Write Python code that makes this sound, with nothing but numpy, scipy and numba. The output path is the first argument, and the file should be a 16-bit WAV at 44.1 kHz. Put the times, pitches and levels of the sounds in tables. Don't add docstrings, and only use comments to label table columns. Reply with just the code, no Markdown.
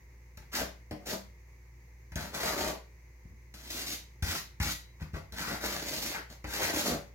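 import sys
import numpy as np
from scipy import signal
from scipy.fft import rfft, irfft, next_fast_len
from scipy.io import wavfile
from scipy.ndimage import uniform_filter1d
from numba import njit

SR = 44100
rng = np.random.default_rng(int(sys.argv[2]) if len(sys.argv) > 2 else 0)


def write(x):
    x = np.atleast_2d(x).T
    wavfile.write(sys.argv[1], SR, np.round(np.clip(x, -1, 1) * 32767).astype(np.int16))


N = 315046
TIME = np.arange(N) / SR
TOP_HZ = 16000

# pitch in Hz, level in dB.
HUM_TONES = [(59.2, -53), (118.4, -66.5), (355.3, -77.5), (500.6, -81)]
# frequency in Hz, relative level in dB.
AIR_COLOUR = [(25, -5), (58, -2), (100, -0.5), (160, -6.5), (220, -16), (400, -15), (700, -26.5),
              (950, -19), (1400, -31), (2100, -14), (3200, -40), (4400, -33.5), (5800, -31.5), (6200, -26),
              (6700, -31), (8500, -42), (15000, -35)]
# time in seconds, then the strength in dB of
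LANDING_HITS = [(0.371, -45, -54, -55.5, -59), (0.418, -57, -75, -63, -75), (0.909, -36.5, -32, -46, -58),
                (2.117, -39.5, -55, -54.5, -61), (2.156, -29, -39, -47, -49.5),
                (3.251, -38.5, -70, -84, -93), (3.303, -47, -75, -80, -96), (3.539, -58, -54, -71, -58.5),
                (4.222, -23.5, -44.5, -43, -43), (4.599, -23, -47, -39.5, -51),
                (5.014, -28.5, -66, -66, -75), (5.133, -29, -54, -60, -65.5),
                (5.322, -38.5, -52, -61, -57.5), (6.44, -34, -41.5, -43.5, -58)]
# pitch in Hz, seconds to fade by 60 dB, relative level in dB.
JOIST_NOTES = [(61.2, 0.27, 5.5), (78, 0.16, 8), (90.7, 0.42, 1), (129, 0.11, 2), (151.6, 0.3, 4),
               (183, 0.31, -2.5), (195.5, 0.12, -2.5)]
BOARD_NOTES = [(144, 0.08, 8), (194.5, 0.41, 5), (230, 0.22, 5), (305.9, 0.25, 7), (347, 0.28, -18),
               (403.3, 0.47, -4.5), (457, 0.57, -6), (568, 0.56, -9.5), (632, 0.21, -16), (724, 0.26, -6.5)]
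DAMPED_BLADE_NOTES = [(922, 0.31, 16), (1340, 0.032, -43), (1400, 0.083, 9), (1670, 0.53, -2.5),
                      (1610, 0.038, -9), (1900, 0.03, 39.5), (2040, .08, -31), (2150, 0.24, -28),
                      (2410, 0.054, 2), (2650, 0.063, -35.5)]
FREE_BLADE_NOTES = [(1940, 0.34, -4), (3970, 0.67, -13), (4300, 0.38, -29), (4274, .25, -3),
                    (5330, 0.25, -7), (6400, 0.18, 3)]
# frequency in Hz, relative level in dB.
BOARD_TONE = [(50, -10.5), (100, -14), (180, 2), (320, 2.5), (650, 7), (850, -3.5), (1300, -4.5),
              (3000, -47)]
BLADE_TONE = [(300, -26.5), (600, -19.5), (850, 2.5), (1100, -7), (1500, -0.5), (2400, -4.5), (3200, -14.5),
              (5000, -12), (10000, -66.5)]
SAND_TONE = [(800, -46), (2000, -1), (3200, 0.5), (4300, 4), (5300, 2), (6200, 2), (7000, 1), (8000, -7),
             (9500, -7), (12500, -2), (16000, -10.5)]
# start, length and fade-in in seconds, drive on the sand in dB, its
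# swell over the push in dB, extra drive on the blade and on the boards in dB, mortar heaped up from
# 0 to 1, pitch of the chatter and of the blade's flexing in Hz, starting place in metres.
PUSHES = [ (0.514, 0.1, 0.024, -38.5, 5.5, 2.5, 0, 0.82, 273, 1340, 0.59),
          (0.92, 0.18, 0.011, -76, 12, -7, 19, 0, 417, 1410, .8),
          (1.051, 0.077, 0.028, -39, 1, -2.5, 3, 0.64, 377, 1700, 0.89),
          (2.157, 0.13, 0.0035, -48.5, -7.5, 6, 8, 0.1, 194, 1440, 0.033),
          (2.313, 0.21, 0.04, -42.5, 8, 5, 6, 0, 560, 1010, 0.14),
          (2.535, 0.18, 0.063, -40, -6.5, 4, 7.5, 0.7, 400, 1220, 0.44),
          (3.538, 0.12, 0.0023, -57.5, -7, 0, -2, 0, 168, 1510, 0.036),
          (3.625, 0.21, 0.13, -42, 2, -4, -2.5, 0.02, 284, 1450, 0.066),
          (3.859, 0.087, 0.061, -34, -10, -9.5, -8, 0.53, 245, 1590, 0.34),
          (4.222, 0.13, 0.0031, -40, 9, 1.5, -2.5, 0.23, 191, 1680, 0.12),
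          (4.601, 0.089, 0.013, -37.5, -1, 1, -2, 0.1, 187, 1840, 0.32),
          (4.996, .035, 0.009, -60, -4.5, 12, 11.5, 0, 149, 1400, 0.11),
          (5.136, 0.041, 0.012, -55, -11, 13, 13.5, 0.35, 146, 1180, 0.12),
          (5.314, 0.23, 0.089, -43, 5, 6, 3, 0.24, 192, 1470, 0.058),
          (5.597, .24, 0.041, -42, -9, 2.5, 5, 0, 380, 1540, .3),
          (5.842, 0.266, 0.034, -41.5, -1.5, -4, 0, 0, 278, 1830, 0.437),
          (6.106, 0.071, 0.058, -44.5, -5, 12, 1, 1, 404, 1490, 0.73),
          (6.288, 0.024, .012, -57, 7, 0, 3, 0, 192, 1400, 0.48),
          (6.452, 0.25, 0.16, -35, 1.5, 3, -1, 0.47, 490, 1660, 0.67),
          (6.727, 0.21, 0.011, -35.5, 4.5, -1.5, 1.5, 1, 270, 1340, 0.73), ]
# time in seconds, strength of the scrape and of the ring in dB.
GRIT_FLICKS = [(3.923, -38, -58), (4.308, -40, -62), (4.379, -35.5, -52), (4.714, -29.5, -42),
               (6.075, -39, -60)]
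# frequency in Hz, seconds to fade by 60 dB.
ROOM_DECAY = [(100, 0.83), (400, 0.26), (1800, 0.35), (5000, 0.31), (13000, 0.25)]
# frequency in Hz, level in dB against the direct sound.
ECHO_LEVEL = [(60, -18.5), (250, -15), (600, 5), (1300, 1), (5000, 4), (14000, 6)]
# frequency in Hz, left minus right in dB.
LEFT_MINUS_RIGHT = [(100, 3), (250, -0.2), (1200, 4.5), (2400, 2.4), (5500, 1.2), (8000, -2), (11000, -3.5),
                    (15000, -6)]


def amp(db):
    return 10 ** (np.asarray(db) / 20)


def unit(x):
    return x / np.sqrt(np.mean(x ** 2))


def at(table, hz):
    points, values = np.transpose(table)
    return np.interp(np.log(np.maximum(hz, 1)), np.log(points), values)


def tint(x, table):
    size = next_fast_len(x.shape[-1])
    gain = amp(at(table, np.fft.rfftfreq(size, 1 / SR)))
    return irfft(rfft(x, size) * gain, size)[..., :x.shape[-1]]


def through(x, response):
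    return signal.oaconvolve(np.float32(x), np.float32(response))[:N]


def broad(table, size=4096):
    cepstrum = irfft(np.log(amp(at(table, np.fft.rfftfreq(size, 1 / SR)))))
    cepstrum[1:size // 2] *= 2
    cepstrum[size // 2 + 1:] = 0
    response = irfft(np.exp(rfft(cepstrum)))
    return response / np.linalg.norm(response)


def ring(notes):
    t = TIME[:SR // 2]
    response = sum(amp(db - 60 * t / fade_s) * np.cos(2 * np.pi * hz * t) for hz, fade_s, db in notes)
    cutoff_hz = min(1.5 * notes[-1][0], TOP_HZ)
    response = signal.sosfilt(signal.butter(2, cutoff_hz, fs=SR, output="sos"), response)
    return response / np.linalg.norm(response)


def walk(rate):
    hold = max(int(SR / rate), 1)
    steps = np.repeat(rng.standard_normal(N // hold + 1), hold)
    return unit(uniform_filter1d(steps, hold)[:N])


def grains(rate, spread_db):
    chance, luck, direction = rng.random((3, N), dtype=np.float32)
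    happens, impacts = chance < rate / SR, np.zeros(N)
    rarity = np.minimum(-np.log1p(-luck[happens]), 5)
    impacts[happens] = amp(spread_db * rarity) * np.sign(direction[happens] - .5)
    return unit(impacts)


def fading(times, levels_db, decay_s, rise_s=1e-9):
    t = TIME[:SR // 3]
    shape = np.exp(-t / decay_s) * np.minimum(t / rise_s, 1)
    envelope = np.zeros(N + SR)
    for start, db in zip(times, levels_db):
        envelope[int(start * SR):int(start * SR) + len(shape)] += amp(db) * shape
    return envelope[:N]


def appliance(air_db=-61, wide_hz=900):
    hum = sum(amp(db) * np.sqrt(2) * np.sin(2 * np.pi * (hz * TIME + rng.random()))
              for hz, db in HUM_TONES)
    side_colour = [(hz, db + 20 * np.log10(min(hz / wide_hz, 1))) for hz, db in AIR_COLOUR]
    mid = tint(rng.standard_normal(N), AIR_COLOUR)
    side = tint(rng.standard_normal(N), side_colour)
    air = np.array([mid + side, mid - side]) / np.std(mid)
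    return hum * amp(0.19 * walk(14)) + air * amp(air_db + .5 * walk(19))


def landings(push_s=0.0014, cushion_s=0.003):
    times, thump_db, knock_db, clack_db, tick_db = np.transpose(LANDING_HITS)
    splat = grains(rate=3800, spread_db=-7.5)
    push = fading(times, thump_db, push_s) - fading(times, thump_db, push_s / 2)
    shudder = splat * fading(times, thump_db, decay_s=0.039)
    knock = splat * fading(times, knock_db, decay_s=0.018, rise_s=cushion_s)
    clack = splat * fading(times, clack_db, decay_s=0.013, rise_s=cushion_s)
    tick = splat * fading(times, tick_db, decay_s=0.0037)
    thump = through(amp(-2) * push + amp(-9) * shudder, ring(JOIST_NOTES))
    boards = amp(-0.5) * through(knock, ring(BOARD_NOTES)) + through(knock, broad(BOARD_TONE))
    blade = amp(11.5) * through(clack, broad(BLADE_TONE))
    blade += amp(-18.5) * through(clack, ring(DAMPED_BLADE_NOTES))
    return thump + boards + blade + amp(19) * through(tick, broad(SAND_TONE))


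def pressure(heap_share=0.23):
    release_s = np.array([0.018, 0.026, 0.025])
    heap_db = (-10.5, -4.5, 7)
    sink_octaves = (-0.047, -0.18)
    drive, pitch = np.zeros((3, N)), np.zeros((2, N))
    for start, length, attack, sand_db, swell_db, blade_db, board_db, heaped, *pitches_hz, _ in PUSHES:
        span = slice(int(start * SR), int((start + length) * SR) + SR // 4)
        t = TIME[span] - start
        progress = np.minimum(t / length, 1)
        heap = heaped * np.exp((progress - 1) / heap_share)
        release = np.exp(-np.outer(1 / release_s, np.maximum(t - length, 0)))
        contact = np.clip(t / attack, 0, 1) * release
        level_db = sand_db + swell_db * (progress - .5) + np.outer(heap_db, heap)
        drive[:, span] += contact * amp(level_db + np.array([[0], [blade_db], [board_db]]))
        pitch[:, span] = np.array(pitches_hz)[:, None] * 2 ** np.outer(sink_octaves, progress - .5)
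    pitch = np.where(pitch > 0, pitch, pitch.max(axis=1, keepdims=True))
    return *drive, *pitch


@njit
def resonance(x, hz, damping):
    y, band, low = np.empty(len(x)), 0., 0.
    for i in range(len(x)):
        g = np.tan(np.pi * hz[i] / SR)
        y[i] = (band + g * (x[i] - low)) / (1 + g * (g + damping))
        band, low = 2 * y[i] - band, low + 2 * g * y[i]
    return y


def chatter(x, hz, damping):
    hz = np.clip(hz, 60, 8000)
    return unit(resonance(resonance(x, hz, damping), hz, damping) / np.sqrt(hz))


def scraping():
    sand_drive, blade_drive, board_drive, chatter_hz, flex_hz = pressure()
    judder = unit(amp(2.18 * walk(70) + 2.15 * walk(350)))
    sand = grains(rate=8000, spread_db=2.5) * judder * sand_drive
    catches = grains(rate=2500, spread_db=3) * judder * blade_drive
    slips = grains(rate=900, spread_db=2) * judder * board_drive
    hiss = amp(5.5) * through(sand, broad(SAND_TONE))
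    rasp = amp(-3) * through(catches, broad(BLADE_TONE))
    rasp += amp(-17) * through(catches, ring(DAMPED_BLADE_NOTES))
    flex_taps = grains(rate=2300, spread_db=3.5)
    bending_hz = flex_hz * np.exp(0.14 * walk(30))
    flex = amp(-6) * blade_drive * chatter(flex_taps, bending_hz, damping=0.41)
    rumble = amp(-5) * through(slips, broad(BOARD_TONE)) + amp(-13.5) * through(slips, ring(BOARD_NOTES))
    groan = amp(-7) * board_drive * chatter(grains(rate=900, spread_db=5), chatter_hz, damping=0.8)
    sway = amp(-14) * through(slips, ring(JOIST_NOTES))
    return hiss + rasp + flex + rumble + groan + sway


def flicks(half_length_s=0.022):
    grit = grains(rate=7000, spread_db=3)
    scrape, strike = np.zeros((2, N))
    for peak_s, scrape_db, ring_db in GRIT_FLICKS:
        swell = grit * np.maximum(1 - ((TIME - peak_s) / half_length_s) ** 2, 0) ** 2
        scrape += amp(scrape_db) * swell
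        strike += amp(ring_db) * swell
    return through(scrape, broad(SAND_TONE)) + through(strike, ring(FREE_BLADE_NOTES))


def travel(metres_per_s=0.66):
    path = [(start + t, place + metres_per_s * t)
            for start, length, *_, place in PUSHES for t in (0, length)]
    return np.interp(TIME, *np.transpose(sorted(path)))


def echoes(count, build_s=0.00011, left_lag_s=0.00013):
    t = TIME[:2 ** 15]
    hz = np.fft.rfftfreq(len(t), 1 / SR)
    octave = np.log2(np.clip(hz, 62.5, 16000) / 62.5)
    noise = rfft(rng.standard_normal((count, 2, len(t)), dtype=np.float32))
    tail = 0
    for k in range(9):
        decay = amp(-60 * t / at(ROOM_DECAY, 62.5 * 2 ** k)) * (1 - np.exp(-t / build_s))
        band = irfft(noise * np.float32(np.maximum(1 - abs(octave - k), 0)))
        tail = tail + band * np.float32(decay / np.linalg.norm(decay))
    direct = np.exp(-2j * np.pi * np.outer([left_lag_s, 0], hz))
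    echo_gain = amp(at(ECHO_LEVEL, hz))
    balance = amp(np.outer([.5, -.5], at(LEFT_MINUS_RIGHT, hz)))
    responses = irfft(balance * (direct + echo_gain * rfft(tail)) / np.sqrt(1 + echo_gain ** 2))
    return np.roll(responses, SR // 1000, axis=-1)[..., :SR // 2]


def room(x, spots=14):
    spot = np.clip(travel(), 0, 1) * (spots - 1)
    heard = np.zeros((2, N))
    for k, pair in enumerate(echoes(spots)):
        near = x * np.maximum(1 - abs(spot - k), 0)
        heard += [through(near, response) for response in pair]
    return amp(-0.58) * heard


def scene():
    return room(scraping() + landings() + flicks()) + appliance()


def record(dry, low_cut_hz=46):
    lean = signal.sosfilt(signal.butter(4, low_cut_hz, "highpass", fs=SR, output="sos"), dry)
    return signal.sosfilt(signal.ellip(10, .2, 70, TOP_HZ, fs=SR, output="sos"), lean)


dry = scene()
out = record(dry)
write(out)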